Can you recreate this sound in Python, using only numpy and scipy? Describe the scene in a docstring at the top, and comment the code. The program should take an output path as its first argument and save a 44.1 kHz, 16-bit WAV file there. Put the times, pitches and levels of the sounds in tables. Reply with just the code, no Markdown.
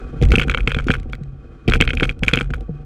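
"""On the rigger of a rowing shell: a camera in a sealed housing, through two strokes.
The oar knocks in its lock and thuds through the rigger; each jolt sets the mount rattling.
The rigger sways and shakes. Water along the hull adds a dull, lapping rumble and a faint hiss.
Slow gain control ducks loud bursts; peaks overload softly."""
import sys
import numpy as np
from scipy import signal
from scipy.fft import rfft, irfft
from scipy.io import wavfile
from scipy.ndimage import uniform_filter1d

SR = 44100
rng = np.random.default_rng(int(sys.argv[2]) if len(sys.argv) > 2 else 0)


def bounce(signal):
    """Save signal as a 16-bit WAV file at the path given by the first command-line argument."""
    frames = np.transpose(np.atleast_2d(signal))
    limited = np.clip(frames, -1, 1)
    pcm = np.round(limited * 32767).astype(np.int16)
    wavfile.write(sys.argv[1], SR, pcm)


N = 125685

# oar and seat thuds: (time [s], level [dB], tilt to upper modes [dB])
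THUDS = [(0.214, -6.5, -13), (0.222, -5, -6), (0.314, -10.5, -11), (0.335, -6.5, -0.5), (0.378, -4, -3.5),
         (0.472, -13.5, -4.5), (0.672, -10, -4.5), (0.764, -14.5, -1), (0.866, -10.5, 47),
         (0.895, -4, -1.5), (1.057, -25, 6.5), (1.211, -19.5, -43.5), (1.677, -2.5, 1.5), (1.69, -7, 3),
         (1.754, -14, -2), (1.804, -3.5, 0.5), (1.932, -18, 30.5), (2.022, -7, 1), (2.224, -8.5, 0),
         (2.271, -14, -2.5), (2.331, -5, -7.5), (2.368, -11, 10), (2.407, -14, -1.5), (2.502, -15.5, -3),
         (2.692, -16, -13)]
# rigger frame modes: (frequency [Hz], level [dB], T60 [s], tilt share [-])
FRAME_MODES = [(84.5, -2, 0.065, 0.062), (137.2, -19.5, 0.7, -0.47), (154, 4.5, 0.036, -0.16),
               (249, -5, 0.066, 0.93), (334.6, -6.5, 0.042, 0.96), (462.6, -11, 0.064, 0.27),
               (760, -23.5, 0.091, .7)]
# mount clacks: (time [s], level [dB], tilt to upper modes [dB])
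CLACKS = [(0.3186, -2, 1.5), (0.341, -10, -2), (0.3554, -1, 27), (0.3834, -4, 30), (0.3966, -1.5, 2),
          (0.4144, -7.5, 5.5), (0.4218, -8.5, 1.5), (0.4312, -18, 7), (0.4827, -16, -3), (0.4968, -3, 1.5),
          (0.5179, -12, -5), (0.54, -14, 0), (0.5464, -4, 1), (0.574, -8.5, 1.5), (0.585, -15, -14),
          (0.6054, -16, 24), (0.675, -1.5, 6), (0.688, -27, 2), (0.7061, -12.5, 2), (0.7181, -5.5, 1),
          (0.746, -9, 3), (0.7668, -16.5, -1), (0.7869, -8.5, 0), (0.7987, -16, -5.0), (0.8843, -5, -4),
          (0.9039, -1, -2.5), (0.9129, -8, 12), (0.9383, -8.5, -2), (0.9519, -13, -5),
          (1.1325, -12.5, -0.5), (1.6858, -12, 6.5), (1.7211, -6.5, -2.5), (1.7361, 1, 1.5),
          (1.7538, -10.5, -3), (1.804, -6, 3), (1.8109, 3.5, 12), (1.8221, -2, 3), (1.8763, -6.5, 5.5),
          (1.8902, -12, 10.5), (1.9051, -8, 7), (1.933, -12.5, -1), (1.9719, -10.5, 13.5), (1.999, -6, 21),
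          (2.0072, -8, -6.5), (2.0305, -3, 2), (2.0352, -8, 5), (2.053, -15.5, 6.5), (2.0933, -5.5, 34),
          (2.0992, -16, 6), (2.234, -2, 3.5), (2.2817, 2, 19.0), (2.2858, -20.5, 10), (2.3128, -16, -4),
          (2.3354, 1.5, 10), (2.3414, -20.5, 6), (2.3476, -10, 1.5), (2.3734, -3, 5.5),
          (2.3884, -9.5, 34.5), (2.41, -7.5, -0.5), (2.5369, -11.5, -6.5)]
# housing modes: (frequency [Hz], level [dB], T60 [s], tilt share [-])
HOUSING_MODES = [(1451, 8.5, 0.011, -1), (2290, 2, 0.017, 0.4), (2523, 2.5, 0.01, 1),
                 (3193, -2.5, 0.017, 0.64), (4150, -18, .01, 0.59), (2425, -24.5, 0.13, 0.55),
                 (485, -5, 0.034, -0.1)]
# lone thin ticks: (time [s], level [dB])
TICKS = [(0.2237, -28), (0.2335, -31.5), (0.2511, -31.5), (0.286, -35), (0.3045, -33), (0.3884, -28),
         (0.662, -50), (0.8411, -39), (0.871, -34), (0.9981, -40), (1.03, -43.5), (1.097, -46.5),
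         (1.1251, -44.5), (1.1506, -40.5), (1.234, -48), (1.6815, -23.5), (1.6973, -24.5), (1.7674, -45.5),
         (1.8503, -36.5), (1.95, -36), (2.07, -45.5), (2.12, -47.5), (2.1911, -44), (2.2476, -37),
         (2.4265, -41), (2.5086, -41.5), (2.607, -45)]
# rigger motion: (time [s], sway level [dB], shake level [dB])
RIGGER_MOTION = [(0.187, -30.5, -33), (0.246, -5.5, -34.5), (.42, -22, -24), (0.619, -18.5, -33),
                 (0.991, -22.5, -39), (1.201, -31.5, -38.5), (1.648, -44.5, -45), (1.686, -15, -29),
                 (2.05, -20.5, -28.5), (2.16, -25, -37), (2.419, -25.5, -43), (2.561, -20, -34.5),
                 (2.701, -36, -39)]
# hull resonances: (frequency [Hz], width [Hz], level [dB])
HULL_BANDS = [(302, 170, -52.5), (435, 47, -65), (752, 45, -70), (1145, 30, -65), (1325, 450, -59),
              (2490, 87, -68.5), (3160, 150, -75), (4150, 300, -86.5)]
# spectrum of ticks, grit and hiss: (frequency [Hz], gain [dB])
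TREBLE_CURVE = [(900, -41.5), (2000, 8), (4500, -1.5), (8000, -8.5), (13500, -22.5), (16000, -59)]

THUD_RISE_CYCLES, CLACK_RISE_CYCLES = 1, 1.61
TICK_T60_S, TICK_RIPPLE_DB, TICK_RE_CLACK_DB = 0.03, 4, -29.5
RATTLE_ABOVE_DB, RATTLE_RE_JOLT_DB, RATTLE_T60_S, GRIT_RE_RATTLE_DB = -16, -36.5, 0.1, -9.5
BOUNCES_PER_S, BOUNCE_SPREAD_DB, RING_RE_TICK_DB = 160, 4, 16.5
SWAY_HZ, SWAY_WIDTH_HZ, BUMPS_PER_S = 40.7, 24, 150
LAP_SPREAD_DB, HISS_BASE_DB = 1.9, -69
DUCK_ABOVE_DB, DUCK_DB_PER_DB, DUCK_LAG_S = -22.5, 0.18, 0.24
KNEE, CEILING = 0.8, 0.95
LOW_CUT_HZ, HIGH_CUT_HZ = 18, 15850


def oar_thuds():
    """Oar and seat blows ring the rigger frame."""
    out = np.zeros(N)
    for time_s, db, tilt_db in THUDS:
        add(out, time_s, gain(db) * ring(FRAME_MODES, tilt_db, THUD_RISE_CYCLES))
    return out


def mount_clacks():
    """Each clack rings the housing and throws off a tick; some ticks come alone."""
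    out = np.zeros(N)
    rings = [ring(HOUSING_MODES, tilt_db, CLACK_RISE_CYCLES) for _, _, tilt_db in CLACKS]
    for (time_s, db, _), housing in zip(CLACKS, rings):
        add(out, time_s, gain(db) * housing)
        add(out, time_s - 0.001, tick(db + TICK_RE_CLACK_DB))
    for time_s, db in TICKS:
        add(out, time_s, tick(db))
    return out


def tick(db):
    """Short treble burst with a faint tail and random spectral ripple."""
    t = np.arange(1500) / SR
    burst = np.exp(-((t - 0.002) / 0.0019) ** 2)
    tail = 0.077 * np.minimum(t / 0.0049, 1) * gain(-60 * t / TICK_T60_S)
    spectrum = rfft(treble_noise(len(t)))
    ripple = unit_rms(uniform_filter1d(rng.standard_normal(len(spectrum)), size=60))
    noise = unit_rms(irfft(spectrum * gain(TICK_RIPPLE_DB * ripple), len(t)))
    return gain(db) * (burst + tail) * noise


def mount_rattle():
    """Faint bounces and scraping grit, dying away after each clack and hard thud."""
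    envelope = np.zeros(N)
    decay = gain(RATTLE_RE_JOLT_DB - 60 * np.arange(SR // 4) / SR / RATTLE_T60_S)
    hard_thuds = [row for row in THUDS if row[1] > RATTLE_ABOVE_DB]
    for time_s, db, _ in CLACKS + hard_thuds:
        add(envelope, time_s, gain(db) * decay)
    strength = gain(BOUNCE_SPREAD_DB * np.minimum(rng.exponential(1, N), 4))
    bounces = envelope * strength * (rng.random(N) < BOUNCES_PER_S / SR)
    timbre, out = rng.integers(0, 16, N), np.zeros(N)
    for k, tilt_db in enumerate(np.linspace(-12, 16, num=16)):
        tap = gain(RING_RE_TICK_DB) * ring(HOUSING_MODES, tilt_db, CLACK_RISE_CYCLES)
        for sound in (tap, tick(0)):
            out += signal.oaconvolve(bounces * (timbre == k), sound)[:N]
    grit = gain(GRIT_RE_RATTLE_DB) * envelope * unit_rms(treble_noise(N))
    return out + grit


def rigger_motion():
    """Low sway of the rigger; small random bumps shake the frame."""
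    t = np.arange(N) / SR
    time_s, sway_db, shake_db = np.transpose(RIGGER_MOTION)
    sway = resonate(rng.standard_normal(N), SWAY_HZ, SWAY_WIDTH_HZ)
    sway = resonate(sway, SWAY_HZ, width_hz=76)
    sway /= np.sqrt(uniform_filter1d(sway ** 2, size=9000))  # swings without pauses
    bumps = rng.standard_normal(N) * (rng.random(N) < BUMPS_PER_S / SR)
    tap = ring(FRAME_MODES, tilt_db=0.64, rise_cycles=THUD_RISE_CYCLES, vary=False)
    shake = unit_rms(signal.oaconvolve(bumps, tap)[:N])
    return gain(np.interp(t, time_s, sway_db)) * sway + gain(np.interp(t, time_s, shake_db)) * shake


def hull_water():
    """Lapping noise through hull resonances, plus faint hiss; louder in the boat's opening surge."""
    drift = uniform_filter1d(uniform_filter1d(rng.standard_normal(N), size=900), size=900)
    lap = gain(LAP_SPREAD_DB * unit_rms(drift))
    hull = np.zeros(N)
    for hz, width_hz, db in HULL_BANDS:
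        band = resonate(lap * rng.standard_normal(N), hz, width_hz)
        hull += gain(db) * unit_rms(resonate(band, hz, width_hz))
    hiss = gain(HISS_BASE_DB) * lap * unit_rms(uniform_filter1d(treble_noise(N), size=2))
    surge_db = np.interp(np.arange(N) / SR, [0.2, 1.2], [9, 0])
    return gain(surge_db) * (hull + hiss)


def ring(modes, tilt_db, rise_cycles, vary=True):
    """Struck modes, peak 1; vary scatters level, tuning and phase."""
    hz, db, t60_s, tilt_share = np.transpose(modes)[:, :, None]
    scatter = rng.standard_normal((len(modes), 3)) if vary else np.zeros((len(modes), 3))
    offset_db, detune, phase_rad = (scatter * [0.42, 0.033, 1.656]).T[:, :, None]
    t = np.arange(round(t60_s.max() * SR)) / SR
    rise = np.sin(np.pi / 2 * np.minimum(t * hz / rise_cycles, 1)) ** 2
    decay = gain(db + tilt_share * tilt_db + offset_db - 60 * t / t60_s)
    tones = np.sin(2 * np.pi * hz * (1 + detune) * t + phase_rad)
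    sound = (rise * decay * tones).sum(0)
    return sound / abs(sound).max()


def treble_noise(samples):
    """White noise shaped by TREBLE_CURVE."""
    curve_hz, curve_db = np.transpose(TREBLE_CURVE)
    hz = np.fft.rfftfreq(samples, 1 / SR)
    db = np.interp(np.log(hz + 1), np.log(curve_hz), curve_db)
    return irfft(rfft(rng.standard_normal(samples)) * gain(db), samples)


def resonate(x, hz, width_hz):
    """Single resonance, peak gain near 1."""
    radius = np.exp(-np.pi * width_hz / SR)
    pole = radius * np.exp(2j * np.pi * hz / SR)
    return 2 * signal.lfilter([1 - radius], [1, -pole], x).real


def gain(db):
    return 10 ** (np.asarray(db) / 20)


def unit_rms(x):
    return x / np.sqrt(np.mean(x ** 2) + 1e-20)


def add(mix, time_s, sound):
    part = mix[max(round(time_s * SR), 0):][:len(sound)]
    part += sound[:len(part)]


def scene():
    """Mount, rigger and water; mono."""
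    return (mount_clacks() + mount_rattle() + oar_thuds() + rigger_motion() + hull_water())[None]


def record(dry):
    """Low cut, lagging gain control, soft overload, high cut."""
    x = signal.sosfilt(signal.butter(2, LOW_CUT_HZ, "high", fs=SR, output="sos"), dry)
    pole = np.exp(-1 / (DUCK_LAG_S * SR))
    lag = [1 - pole], [1, -pole]
    power = signal.lfilter(*lag, signal.lfilter(*lag, x ** 2))
    excess_db = np.maximum(10 * np.log10(power + 1e-12) - DUCK_ABOVE_DB, 0)
    x = x / gain(DUCK_DB_PER_DB * excess_db)
    over, headroom = np.maximum(abs(x) - KNEE, 0), CEILING - KNEE
    x = np.sign(x) * (np.minimum(abs(x), KNEE) + headroom * np.tanh(over / headroom))
    high_cut = signal.firwin(511, HIGH_CUT_HZ, window=("kaiser", 9), fs=SR)
    return signal.oaconvolve(x, high_cut[None], "same")


dry = scene()
out = record(dry)
bounce(out)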